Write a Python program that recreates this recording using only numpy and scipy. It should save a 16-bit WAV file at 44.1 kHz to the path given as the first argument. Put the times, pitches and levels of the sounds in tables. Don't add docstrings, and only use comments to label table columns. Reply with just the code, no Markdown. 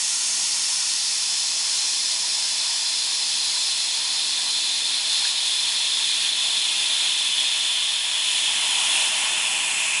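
import sys
import numpy as np
from scipy import signal
from scipy.fft import rfft, irfft, next_fast_len
from scipy.io import wavfile
from scipy.ndimage import uniform_filter1d, map_coordinates

SR = 44100
rng = np.random.default_rng(int(sys.argv[2]) if len(sys.argv) > 2 else 0)


def field_ratio(decibels):
    return 10 ** (np.asarray(decibels, dtype=float) / 20)


def waveform_to_disk(signal):
    frames = np.transpose(np.atleast_2d(signal))
    scaled = np.clip(frames, -1, 1) * 32767
    samples = np.round(scaled).astype(np.int16)
    wavfile.write(sys.argv[1], SR, samples)


N = 441000
TOP_HZ = 10960
FRAME = 512
STUB_FROM_MM = 29.2

# time [s], empty tube above the fuel [mm], flare of the flame outside the mouth [dB].
BURN = [(0, 14.3, -0.5), (1, 16.9, 0), (2, 17.45, 0), (4, 20.6, 0), (5.6, 22.7, -0.5), (6.4, 24.2, 0),
        (7.05, 24.9, 0.5), (8.15, 26.3, 0), (8.3, 26.6, 3), (8.95, 28.1, 7.5), (9.35, 29.7, 7.5),
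        (9.6, 31.2, 6), (10, 32.5, 4.5)]


def along(points, hz):
    f, v = np.transpose(points)
    return np.interp(np.log(hz + 1), np.log(f + 1), v)


def curves(rows, t):
    s, *cols = np.transpose(rows)
    return [np.interp(t, s, c) for c in cols]


def wobble(rate):
    knots = rng.standard_normal(int(N * rate / SR) + 4)
    return map_coordinates(knots, [np.arange(N) * rate / SR])


def filtered(x, response):
    m = next_fast_len(N + SR // 2)
    spectrum = rfft(x, m) * response(np.fft.rfftfreq(m, 1 / SR))
    return irfft(spectrum, m)[..., :N]


def turbulence(colour, patchy_db):
    hz, t, z = signal.stft(rng.standard_normal(N), SR, nperseg=FRAME)
    field = uniform_filter1d(rng.standard_normal(z.shape), size=8, axis=0)
    field = uniform_filter1d(field, size=8, axis=1)
    gain = colour(hz[:, None], t) * np.ones(z.shape)
    gain = gain / np.sqrt(np.mean(gain ** 2, axis=0))
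    gain = gain * field_ratio(patchy_db * field / field.std())
    x = signal.istft(z * gain, SR, nperseg=FRAME)[1][:N]
    return x / x.std()


def tube_colour(hz, t):
    sound_m_s = 343
    depth_mm, flare_db = curves(BURN, t)
    low_hz = sound_m_s * 1000 / (4 * depth_mm)
    stub_mm = np.maximum(depth_mm - STUB_FROM_MM, 0)
    share = 0.44 * (20 / depth_mm) / (1 + 0.06 * stub_mm)
    third_db = -17.5 - 0.75 * np.maximum(depth_mm - 20, 0) + 1.35 * flare_db + 3 * stub_mm

    def mode(centre_hz, width_hz):
        return hz * width_hz / np.sqrt((centre_hz ** 2 - hz * hz) ** 2 + (hz * width_hz) ** 2 + 1)

    first = mode(low_hz, share * low_hz) ** 1.37
    third = field_ratio(third_db) * mode(2.9 * low_hz, 2.2 * share * low_hz)
    return np.hypot(first, third) * (hz < 1.03 * TOP_HZ)


def tube(t, swing_db, chuff_db):
    flare_db = curves(BURN, t)[1]
    level_db = -25.5 + 0.088 * flare_db + swing_db + 0.5 * chuff_db + 0.088 * wobble(30)
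    return field_ratio(level_db) * turbulence(tube_colour, patchy_db=0.42)


def hiss(t, swing_db, chuff_db):
    # frequency [Hz], density [dB per Hz].
    hiss_rows = [(800, -34), (1500, -18.5), (2200, -8), (3000, -0.5), (4500, -3), (6500, -0.5),
                 (8500, -1.5), (11000, 0)]
    early_db, fade_s = 2, 2.7
    depth_mm, flare_db = curves(BURN, t)
    level_db = -30.5 + early_db * np.exp(-t / fade_s) + 0.44 * flare_db + 0.83 * swing_db
    level_db -= 0.3 * np.maximum(depth_mm - STUB_FROM_MM, 0)
    level_db += 0.45 * chuff_db + 0.23 * wobble(30)
    colour = lambda hz, t: field_ratio(along(hiss_rows, hz)) * (hz < 1.03 * TOP_HZ)
    return field_ratio(level_db) * turbulence(colour, patchy_db=0.4)


def roar(t, swing_db, chuff_db):
    # frequency [Hz], density [dB per Hz].
    roar_rows = [(300, -42), (500, -7), (700, -3), (1000, -2), (1500, -3), (2500, 0), (5000, -18)]
    flare_db = curves(BURN, t)[1]
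    level_db = -42 + flare_db + 0.42 * swing_db + 0.87 * wobble(7) + 0.14 * chuff_db
    return field_ratio(level_db) * turbulence(lambda hz, t: field_ratio(along(roar_rows, hz)), patchy_db=0.9)


def rumble(t):
    # frequency [Hz], density [dB per Hz].
    rumble_rows = [(20, -8), (200, 0), (400, 1), (700, -3), (1500, -35)]
    breeze_s, breeze_long_s, breeze_db = 5.8, 2.2, 2
    flare_db = curves(BURN, t)[1]
    level_db = -56 + 0.81 * flare_db + 1.3 * wobble(2.5)
    level_db += breeze_db * np.exp(-((t - breeze_s) / breeze_long_s) ** 4)
    return field_ratio(level_db) * turbulence(lambda hz, t: field_ratio(along(rumble_rows, hz)), patchy_db=0.6)


def pressure(t):
    # blow-out time [s], build-up [dB], sag [dB].
    chuffs = [(0.92, 0.7, 0.3), (1.5, -0.5, 2.5), (3.0, -0.5, .8), (3.62, 0.4, -1), (4.0, 0, 2),
              (4.8, 0.2, 1.8), (4.99, -0.7, 2.5), (5.31, 2, 3), (5.47, 1, -2), (6.3, 1, 2.5),
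              (6.85, 0.5, 0.5), (7.1, 2, 0.3), (7.52, 1, 0), (7.75, 0.5, 0.5), (5.72, 0.5, -0.5),
              (6.55, 1, .3), (1.78, .8, -1), (7.98, .2, 2.3), (8.4, 1, 0), (9.07, 2.5, 1.5),
              (9.6, -0.5, 0.5)]
    build_s, blow_s, recover_s = 0.31, 0.033, 0.071
    s, build_db, sag_db = np.transpose(chuffs)[:, :, None]
    coarse_s = t[::FRAME // 4]
    since_s = coarse_s - s
    blown = 0.5 + 0.5 * np.tanh(since_s / blow_s)
    swing_db = build_db * (1 - blown) * np.exp(-abs(since_s) / build_s)
    swing_db -= sag_db * blown * np.exp(-abs(since_s) / recover_s)
    return np.interp(t, coarse_s, swing_db.sum(axis=0))


def spits(t):
    # time [s], length [s], start pitch [Hz], end pitch [Hz], level [dB].
    lumps = [
        (5.247, .014, 1200, 1850, -42),
    ]
    out = np.zeros(N)
    for s, length_s, from_hz, to_hz, db in lumps:
        since_s = t - s
        cycles = (from_hz + to_hz) / 2 * since_s + (to_hz - from_hz) / (4 * length_s) * since_s ** 2
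        envelope = field_ratio(db + 7 * wobble(300)) * np.exp(-(since_s / length_s) ** 2)
        out += envelope * np.sin(2 * np.pi * cycles)
    return out


def motor():
    t = np.arange(N) / SR
    swing_db = pressure(t)
    chuff_db = 0.04 * wobble(14) + 0.15 * wobble(50)
    flame = hiss(t, swing_db, chuff_db) + roar(t, swing_db, chuff_db) + rumble(t)
    return tube(t, swing_db, chuff_db) + flame + spits(t)


def echoes(x, near, far, near_db, far_db):
    def copies(hz, table):
        return sum(g * np.exp(-2j * np.pi * hz * ms / 1000) for ms, g in table)

    def response(hz):
        dull = 1 / (1 + 1j * hz / 3000)
        return 1 + field_ratio(near_db) * copies(hz, near) + field_ratio(far_db) * dull * copies(hz, far)

    return filtered(x, response)


def yard(x, count):
    # frequency [Hz], t60 [s].
    decay = [(200, 0.12), (2000, 0.13), (10000, 0.025)]
    out, place = np.zeros(N), np.linspace(0, count - 1, N)
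    for k in range(count):
        hz, t, z = signal.stft(rng.standard_normal(SR // 5), SR, nperseg=256)
        fade = field_ratio(-60 * t / along(decay, hz)[:, None])
        tail = signal.istft(z * fade, SR, nperseg=256)[1]
        part = x * np.sqrt(np.clip(1 - abs(place - k), 0, 1))
        delayed = np.pad(part, (600, 0))
        out += signal.oaconvolve(delayed, tail / np.linalg.norm(tail))[:N]
    return out


def scene():
    # delay [ms], gain.
    first_near = [(0.5, 0.016), (0.77, 0.079), (0.885, 0.13), (0.95, 0.09), (1.1, 0.16), (1.52, 0.0076),
                  (1.795, -0.12), (2.11, 0.099), (2.27, 0.048), (2.395, -0.12), (2.495, -0.049)]
    first_far = [(5.7, 0.043), (6.13, 0.029), (7.19, 0.089), (8.53, 0.022), (9.58, -0.043), (9.87, 0.073),
                 (9.85, -0.04), (12.44, -0.046), (4.7, 0.015), (20, .03)]
    second_near = [(0.482, -0.077), (0.678, -0.098), (0.897, 0.074), (0.98, 0.062), (1.155, 0.19),
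                   (1.21, 0.062), (1.34, -0.072), (1.555, -0.07), (1.635, -0.06), (1.81, -0.085),
                   (1.945, 0.052), (2.245, 0.037), (2.58, -0.07), (2.935, 0.095), (3.0, -0.024),
                   (1.87, -0.036), (2.5, -0.05), (1.49, -0.042)]
    second_far = [(3.465, -0.039), (4.42, -0.012), (4.725, 0.0068), (6.07, 0.13), (6.345, 0.11),
                  (7.405, 0.12), (7.975, 0.072), (8.775, 0.078), (8.995, 0.059), (9.33, 0.019),
                  (12.37, 0.053), (22.42, 0.084), (23.81, 0.066)]
    # time [s], share of the second hold [0-1].
    settle = [(.9, 0.28), (1.45, 0.9)]
    jet = motor()
    share = np.clip(curves(settle, np.arange(N) / SR)[0], 0, 1)
    before = echoes(jet, first_near, first_far, near_db=2.0, far_db=10.5)
    after = echoes(jet, second_near, second_far, near_db=1.04, far_db=3.0)
    mix = (1 - share) * before + share * after + field_ratio(-19.0) * yard(jet, count=5)
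    return mix[None]


def roll_off(x):
    return signal.sosfilt(signal.butter(12, 13600, fs=SR, output="sos"), x)


def record(dry):
    # centre [Hz], width [Hz], gain (minus = notch).
    cavities = [(686, 120, -0.13), (2230, 200, -0.12), (3570, 260, 0.076), (3820, 130, -0.22),
                (4050, 130, 0.17), (6400, 330, -0.011), (9400, 1300, 0.094)]
    # frequency [Hz], gain [dB].
    mic = [(10, -19), (50, -14), (85, -7.5), (125, -9), (160, -3), (220, 0.5), (10500, 0), (10950, -0.5)]
    image_band = [(12900, -100), (12980, -27), (13250, -30), (13500, -37), (13600, -100)]

    def response(hz):
        body = 1 + sum(g * 1j * hz * w / (c * c - hz * hz + 1j * hz * w) for c, w, g in cavities)
        return body * field_ratio(along(mic, hz)) / (1 + (hz / TOP_HZ) ** 900)

    kept = filtered(dry, response)
    mirror = kept * np.cos(np.pi * np.arange(N))
    image = filtered(mirror, lambda hz: field_ratio(along(image_band, hz)))
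    return roll_off(kept + image)


dry = scene()
out = record(dry)
waveform_to_disk(out)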